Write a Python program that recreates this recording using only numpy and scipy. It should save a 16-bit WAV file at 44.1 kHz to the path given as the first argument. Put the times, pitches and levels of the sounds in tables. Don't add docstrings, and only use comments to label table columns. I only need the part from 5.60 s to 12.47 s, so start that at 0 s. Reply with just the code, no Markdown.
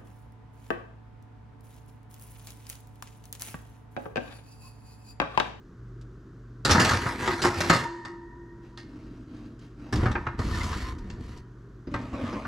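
import sys
import numpy as np
from scipy import signal
from scipy.fft import rfft, irfft
from scipy.io import wavfile
from scipy.ndimage import uniform_filter1d

SR = 44100
rng = np.random.default_rng(int(sys.argv[2]) if len(sys.argv) > 2 else 0)


def persist_wave(psi):
    counts = np.round(np.clip(psi, -1, 1) * 32767).astype(np.int16)
    wavfile.write(sys.argv[1], SR, np.atleast_2d(counts).T)


N = 302967
TIME_S = np.arange(N) / SR
BASS_TOP_HZ, TREBLE_FROM_HZ = 450, 2300
HAND_ON_S = 4.3

# freq_hz, gain_db
AIR_SPECTRUM = [(20, -20.5), (50, 1.5), (80, -6.5), (150, -6), (250, -6.5), (380, -7.5), (520, -23.5),
                (850, -31), (1100, -23), (1550, -24), (2300, -41.5), (6500, -44.5), (9000, -56),
                (15000, -62)]
# freq_hz, relative_db
HUM_TONES = [(50, -5.5), (119.8, -2.5)]
# time_s, level_db
HUM_ENVELOPE = [(.13, -59), (.2, -43.5), (.45, -42), (.62, -52.5), (1, -41), (2.6, -55), (3.1, -50),
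                (5.6, -44.5), (6.1, -50)]
# start_s, level_db
TICKS = [(.412, -62), (3.991, -64), (5.383, -57), (5.774, -57)]
# start_s, clank_db, thump_rel_db, edge_rel_db, spot_hz, boom_hz
BLOWS = [(1.049, -25, 0.5, 4, 1437, 122), (1.094, -21, -9, -6, 1222, 86), (1.109, -25, 5.5, 6.5, 890, 81),
         (1.146, -20, 1.5, -22, 905, 213.3), (1.18, -18, 1, -28, 940, 182.6), (1.197, -29, 4, 7, 1200, 128),
         (1.248, -25.5, -11, 1, 919, 171), (1.29, -25.5, -19, 0, 1605, 110),
         (1.309, -25.5, 0.5, -5, 914, 119), (1.336, -27, -2, -8, 1795, 103),
         (1.457, -27.5, 2, -31, 998, 121), (1.675, -22.5, -4.5, -10, 931, 368),
         (1.818, -33.5, 4, 6, 1330, 354), (1.836, -23, -7, -29, 1095, 347),
         (1.848, -17.5, -1.5, -10.5, 1060, 353), (2.004, -26.5, -3.5, -1, 1250, 168),
         (2.097, -14.5, -2, -7.5, 1270, 166.7), (2.145, -26, -1, -6, 1262, 121),
         (2.449, -39.5, -11, -5, 1825, 333), (3.174, -48, -8, 4, 1846, 350),
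         (4.325, -31, 5.5, -5, 1710, 119), (4.356, -47, 0, 8.5, 875, 71.6), (4.429, -36, 14, -22, 783, 118),
         (4.457, -25, 3.5, -19, 764, 117), (4.513, -35.5, -10, -7, 1190, 67),
         (4.552, -24.5, -12, -30, 1240, 345), (4.666, -25.5, -9, -25, 1284, 123),
         (4.789, -35, 9, -8.5, 970, 85), (5.007, -39, 1, -4.5, 2010, 78), (5.128, -35, 0, -10, 1610, 61),
         (5.499, -51, 10, 4, 945, 56), (6.27, -52, 20.5, -7.5, 1020, 266), (6.339, -28, -1, -16, 1060, 118),
         (6.631, -46, 18, -16, 1145, 233), (6.727, -41.5, 11, -8.5, 1055, 210),
         (6.85, -32, -12, -25, 1190, 121)]
# freq_hz, gain_db
CLANK_SPECTRUM = [(25, -25), (60, -3.5), (115, 0), (190, -2.5), (370, -3), (450, -11), (750, -7), (900, -6),
                  (1250, -3), (1900, -9), (2350, -16.5), (5000, -13.5), (7500, -21), (12000, -36.5),
                  (15500, -49)]
# freq_hz, relative_db, t60_s
SHEET_MODES = [(587, -9, .4), (834, -5, .5), (921, -2, .45), (1097, 0, .35), (1254, 2, .45), (1407, -4, .4),
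               (1585, -4, .35), (1795, -4, .45), (2137, -9, .45), (2756, -11, .4), (3533, -12, .35),
               (4187, -11, .4), (5350, -16, .3)]
# freq_hz, relative_db, t60_s
WIRE_MODES = [(339.3, -8.5, 3.6), (343, -2.5, 3.86), (955, 4.5, 0.84), (937, 1.5, 2), (976, 1.5, 2.1),
              (1790, -1.5, 1.6), (1857, -3.5, 2), (1906, -15.5, 3.5), (4640, -19.5, .6), (8450, -30.5, .6)]
# start_s, length_s, scrape_db, judder_rel_db, hiss_rel_db
SHOVES = [(1.075, 0.29, -28.5, 1.5, -10.5), (1.357, 0.21, -37, -0.5, -4.5), (1.576, 0.23, -34, -2, -6.5),
          (1.893, 0.13, -42, -0.5, -3.5), (1.97, 0.27, -35.5, 1.5, -2.5)]
# freq_hz, gain_db
SHOVE_SPECTRUM = [(25, -23.5), (80, 4), (200, -2), (370, -4), (450, -11), (780, -7.5), (1000, -6),
                  (1900, -10.5), (2500, -21.5), (4800, -19.5), (7500, -27.5), (12000, -37), (15500, -51)]
# start_s, length_s, level_db, pitch_hz
SQUEAKS = [(2.245, 0.037, -28.5, 945), (5.007, 0.021, -32.5, 2100), (5.228, 0.11, -40.5, 1040),
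           (4.925, 0.036, -34.5, 1800)]
# start_s, length_s, rustle_db, bump_rel_db, hiss_rel_db
SLEEVE_MOVES = [(2.993, 0.15, -67, 1, -4), (3.225, 0.42, -63.5, 18.5, -5), (3.668, 0.24, -59, 15, -7),
                (3.983, 0.12, -68, 13, 2.5), (4.162, 0.45, -54, 9.5, -11)]
# freq_hz, gain_db
CLOTH_SPECTRUM = [(59, -7), (100, -2.5), (171, -9.5), (224, -1.5), (299, -6), (376, -19), (416, -22.5),
                  (774, -23), (1150, -22), (2370, -33.5), (5080, -35.5), (11400, -59), (14000, -60)]
# start_s, length_s, scrape_db, judder_rel_db, hiss_rel_db
NUDGES = [(4.329, .18, -39.5, 16, -11), (4.53, 0.23, -59.5, 23.5, -10.5), (4.774, 0.54, -41.5, 15, -2.5),
          (5.314, 0.27, -56.5, 20.5, -11), (5.583, 0.22, -56, 17, -2.5)]
# freq_hz, gain_db
NUDGE_SPECTRUM = [(15, -43), (28, 1.5), (78, 6.5), (110, -1.5), (170, -6.5), (260, -7.5), (450, -17.5),
                  (780, -22.5), (1000, -16), (2000, -26), (2500, -32.5), (4500, -31), (7000, -37.5),
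                  (9000, -45), (12500, -49), (15500, -72)]
# freq_hz, relative_db, t60_s
PRESSED_WIRE_MODES = [(985, -2, .4), (1990, -7, .3), (3058, -7, .45), (4480, -13, .3), (4600, -14, .25)]
# start_s, length_s, rub_db, rumble_rel_db, hiss_rel_db
DOOR_SWINGS = [(6.292, 0.25, -52, 15.5, -5), (6.523, 0.34, -41, 5.5, -11)]
# freq_hz, gain_db
DOOR_SPECTRUM = [(24, -38), (40, -4.5), (88, -1.5), (166, -10.5), (228, 0.5), (298, -1), (372, -19),
                 (410, -19.5), (593, -14), (776, -23), (1150, -13), (1360, -23.5), (6710, -45.5),
                 (11500, -60.5), (14000, -69)]
# freq_hz, side_gain_db
STEREO_WIDTH = [(40, -24.5), (110, -34), (330, -23.5), (700, -15.5), (1290, -10.5), (2380, -3.5),
                (4400, -11.5), (8000, -13), (14000, -6)]
# freq_hz, left_minus_right_db
PORT_BALANCE = [(300, 0), (1100, 1.3), (2200, -1.8), (4000, .3), (8000, 1.7)]


def amp(db):
    return 10 ** (np.asarray(db) / 20)


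def unit_rms(x):
    return x / np.sqrt(np.mean(x ** 2) + 1e-20)


def peak_rms(x):
    return np.sqrt(uniform_filter1d(x ** 2, SR // 50).max())


def db_at(spectrum, hz):
    freq_hz, gain_db = np.transpose(spectrum)
    return np.interp(np.log(hz + 1), np.log(freq_hz + 1), gain_db)


def add(mix, start_s, sound):
    part = mix[:, max(round(start_s * SR), 0):][:, :sound.shape[1]]
    part += sound[:, :part.shape[1]]


def colour(x, spectrum, size=4096):
    log_gain = np.log(amp(db_at(spectrum, abs(np.fft.fftfreq(size, 1 / SR)))))
    taps = np.fft.ifft(np.exp(np.conj(signal.hilbert(log_gain)))).real
    return signal.oaconvolve(x, taps[None, :size // 2], axes=1)[:, :x.shape[1]]


def split_bands(x):
    bands = [(BASS_TOP_HZ, "low"), ([BASS_TOP_HZ, TREBLE_FROM_HZ], "band"), (TREBLE_FROM_HZ, "high")]
    return [signal.sosfilt(signal.butter(4, hz, kind, fs=SR, output="sos"), x) for hz, kind in bands]


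def wander(per_s):
    knots_s = np.arange(0, TIME_S[-1] + 1, 1 / per_s)
    return np.interp(TIME_S, knots_s, rng.standard_normal(len(knots_s)))


def grains(samples, per_s, spread_db):
    size = amp(spread_db * np.minimum(rng.exponential(1, samples), 4))
    return unit_rms(rng.standard_normal((2, samples)) * size * (rng.random(samples) < per_s / SR))


def kitchen(air_db=-50, waver=0.18):
    out = amp(air_db) * unit_rms(colour(rng.standard_normal((2, N)), AIR_SPECTRUM))
    envelope_db = np.interp(TIME_S, *np.transpose(HUM_ENVELOPE))
    for hz, relative_db in HUM_TONES:
        drift = waver * wander(per_s=2.1)
        rms = amp(relative_db + envelope_db) * (1 + drift)
        out[0] += np.sqrt(2) * rms * np.sin(2 * np.pi * hz * TIME_S + drift)
    return out


def ticks(t60_s=0.083):
    out, t = np.zeros((2, N)), np.arange(SR // 8) / SR
    for start_s, level_db in TICKS:
        contacts = grains(len(t), per_s=7200, spread_db=3) * amp(-60 * t / t60_s)
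        _, _, click = split_bands(colour(contacts, CLANK_SPECTRUM))
        add(out, start_s, amp(level_db) * click / peak_rms(click[0]))
    return out


def strike_spectrum(tilt_db_per_octave, tilt_from_hz=5000, bump_db=3.8):
    hz = np.geomspace(20, SR / 2, 90)
    bumps_db = bump_db * np.clip(rng.standard_normal(len(hz)), -2, 2) * (hz > BASS_TOP_HZ)
    octaves = np.maximum(np.log2(hz / tilt_from_hz), 0)
    return np.transpose([hz, db_at(CLANK_SPECTRUM, hz) + bumps_db + tilt_db_per_octave * octaves])


def ring(modes, samples, scatter):
    t = np.arange(samples) / SR
    hz, db, t60_s = np.transpose(modes)
    waves = amp(db[:, None] - 60 * t / t60_s[:, None]) * np.sin(2 * np.pi * hz[:, None] * t)
    weights = rng.choice([-1, 1], (2, len(hz))) * (1 + scatter * rng.standard_normal((2, len(hz))))
    return weights @ waves


def clatter(t, chatter_t60_s, crack_db=2, crack_s=0.004, tail_db=-17, tail_t60_s=0.71, tail_hz=8500):
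    chatter = grains(len(t), per_s=2500, spread_db=1.5) * amp(-60 * t / chatter_t60_s)
    crack = rng.standard_normal((2, len(t))) * amp(crack_db) * np.exp(-t / crack_s)
    tail = signal.lfilter(*signal.butter(2, tail_hz, fs=SR), rng.standard_normal((2, len(t))))
    return chatter + crack + tail * amp(tail_db - 60 * t / tail_t60_s)


def blows(sheet_db=-15, sheet_detune=0.012, spot_db=-6, spot_t60_s=0.23, boom_t60_s=0.2,
          neutral_edge_db=-38, trim_db=-2):
    out, t = np.zeros((2, N)), np.arange(SR * 2 // 3) / SR
    for start_s, clank_db, thump_db, edge_db, spot_hz, boom_hz in BLOWS:
        t60_scale, rise_s = (0.59, 0.0017) if start_s > HAND_ON_S else (1, 0.0012)
        noise = clatter(t, chatter_t60_s=0.2 * t60_scale)
        tilt_db_per_octave = min(clank_db + edge_db - neutral_edge_db, 1)
        clank = colour(noise, strike_spectrum(tilt_db_per_octave))
        loaded_modes = [(hz * (1 + sheet_detune * rng.standard_normal()), db, t60_scale * t60_s)
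                        for hz, db, t60_s in SHEET_MODES]
        spot_and_boom = [(spot_hz, spot_db, t60_scale * spot_t60_s), (boom_hz, 0, boom_t60_s)]
        tones = amp(sheet_db) * ring(loaded_modes, len(t), scatter=0.6)
        tones += ring(spot_and_boom, len(t), scatter=0)
        blow = (clank / peak_rms(clank[0]) + tones) * (1 - np.exp(-t / rise_s))
        for band, relative_db in zip(split_bands(blow), (thump_db, 0, edge_db)):
            add(out, start_s, band / peak_rms(band[0]) * amp(clank_db + relative_db + trim_db))
    return out


def rack(scraping, ring_db=-27, scrape_gain_db=3, hand_db=-8, in_tune_db=9,
         detune=0.008, flutter_db=4.5):
    out = np.zeros((2, N))
    for hz, mode_db, t60_s in WIRE_MODES:
        power = amp(scrape_gain_db) ** 2 * scraping[0] ** 2 / SR
        for start_s, clank_db, *_, boom_hz in BLOWS:
            held = start_s > HAND_ON_S
            in_tune = abs(boom_hz / hz - 1) < 0.12
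            power[round(start_s * SR)] += amp(clank_db + hand_db * held + in_tune_db * in_tune) ** 2
        retention = amp(-60 / (t60_s * SR)) ** 2
        energy = signal.lfilter([1], [1, -retention], power)
        cycles = np.cumsum(hz * (1 + detune * wander(per_s=60))) / SR + rng.random((2, 1))
        gain = amp(ring_db + mode_db + flutter_db * wander(per_s=22))
        out += gain * np.sqrt(energy) * np.sin(2 * np.pi * cycles)
    return out


def oven_cavity(x, t60_s, wet_db):
    t = np.arange(SR // 2) / SR
    tail = rng.standard_normal((2, len(t))) * amp(-60 * t / t60_s)
    return x + amp(wet_db) * signal.oaconvolve(x, tail / np.linalg.norm(tail[0]), axes=1)[:, :N]


def shifting_contact(x, depth_db, size=512):
    frames = signal.stft(x, nperseg=size)[2]
    patches = rng.standard_normal(frames.shape[1:])
    for _ in range(2):
        patches = uniform_filter1d(uniform_filter1d(patches, size=4, axis=0), size=6, axis=1)
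    return signal.istft(frames * amp(depth_db * unit_rms(patches)), nperseg=size)[1][:, :N]


def scrape(spectrum, snag_db, rough_db):
    slips = grains(N, per_s=3500, spread_db=1.5) * amp(rough_db * wander(per_s=120))
    snags = grains(N, per_s=90, spread_db=2) * amp(snag_db)
    grinding = colour(oven_cavity(slips + snags, t60_s=0.25, wet_db=-3), spectrum)
    return shifting_contact(grinding, depth_db=rough_db)


def strokes(texture, moves, attack_s, release_s, rub_swell_db, hiss_swell_db, settle_db_per_s):
    out = np.zeros((2, N))
    bass, middle, treble = (unit_rms(band) for band in split_bands(texture))
    bass = bass / np.sqrt(uniform_filter1d(bass[0] ** 2, SR // 12))
    for start_s, length_s, level_db, bass_db, hiss_db in moves:
        t = np.maximum(TIME_S - start_s, 0)
        envelope = np.minimum(t / attack_s, 1) * np.exp(-np.maximum(t - length_s, 0) / release_s)
        slowness = 1 - np.sin(np.pi * np.minimum(t / length_s, 1))
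        rumble = amp(bass_db - settle_db_per_s * np.minimum(t, length_s)) * bass
        rub = amp(-rub_swell_db * slowness) * middle
        hiss = amp(hiss_db - hiss_swell_db * slowness) * treble
        out += envelope * amp(level_db) * (rumble + rub + hiss)
    return out


def shoves():
    texture = scrape(SHOVE_SPECTRUM, snag_db=-8.5, rough_db=2.5)
    return strokes(texture, SHOVES, attack_s=0.011, release_s=0.02,
                   rub_swell_db=5, hiss_swell_db=7, settle_db_per_s=10.5)


def squeaks(detune=0.0158):
    out = np.zeros((2, N))
    for start_s, length_s, level_db, pitch_hz in SQUEAKS:
        swell = np.sin(np.pi * np.clip((TIME_S - start_s) / length_s, 0, 1))
        cycles = np.cumsum(pitch_hz * (1 + detune * wander(per_s=190))) / SR
        out += amp(level_db) * swell * np.sin(2 * np.pi * cycles)
    return out


def sleeve():
    brushing = oven_cavity(grains(N, per_s=1500, spread_db=1), t60_s=0.13, wet_db=2)
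    texture = shifting_contact(colour(brushing, CLOTH_SPECTRUM), depth_db=1.6)
    return strokes(texture, SLEEVE_MOVES, attack_s=0.038, release_s=0.054,
                   rub_swell_db=10, hiss_swell_db=6, settle_db_per_s=5.5)


def nudges(sing_db=-47):
    texture = scrape(NUDGE_SPECTRUM, snag_db=-13.5, rough_db=1.7)
    rub = strokes(texture, NUDGES, attack_s=0.021, release_s=0.018,
                  rub_swell_db=5.5, hiss_swell_db=8.5, settle_db_per_s=17.5)
    _, _, hiss = split_bands(rub)
    drive = abs(hiss) * rng.standard_normal((2, N))
    sing = signal.oaconvolve(drive, ring(PRESSED_WIRE_MODES, SR // 2, scatter=0), axes=1)[:, :N]
    return rub + amp(sing_db) * sing / peak_rms(sing[0])


def door():
    rubbing = colour(grains(N, per_s=6000, spread_db=1.5), DOOR_SPECTRUM)
    texture = shifting_contact(rubbing, depth_db=2.5)
    return strokes(texture, DOOR_SWINGS, attack_s=0.026, release_s=0.016,
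                   rub_swell_db=5, hiss_swell_db=4.5, settle_db_per_s=15.5)


def scene():
    scraping = shoves() + nudges()
    mix = blows() + ticks() + scraping + squeaks() + rack(scraping) + sleeve() + door() + kitchen()
    mid, side = mix[:1], colour(mix[1:], STEREO_WIDTH)
    return np.vstack([mid + side, mid - side])


def record(dry, left_lag_s=0.000014, cutoff_hz=15700):
    hz = np.fft.rfftfreq(N, 1 / SR)
    left_response = amp(db_at(PORT_BALANCE, hz) / 2) * np.exp(-1j * np.pi * hz * left_lag_s)
    ports = irfft(rfft(dry) * np.array([left_response, 1 / left_response]), N)
    lowpass = signal.firwin(401, cutoff_hz, window=("kaiser", 9), fs=SR)
    return signal.oaconvolve(ports, lowpass[None], "same")


dry = scene()
out = record(dry)
persist_wave(out)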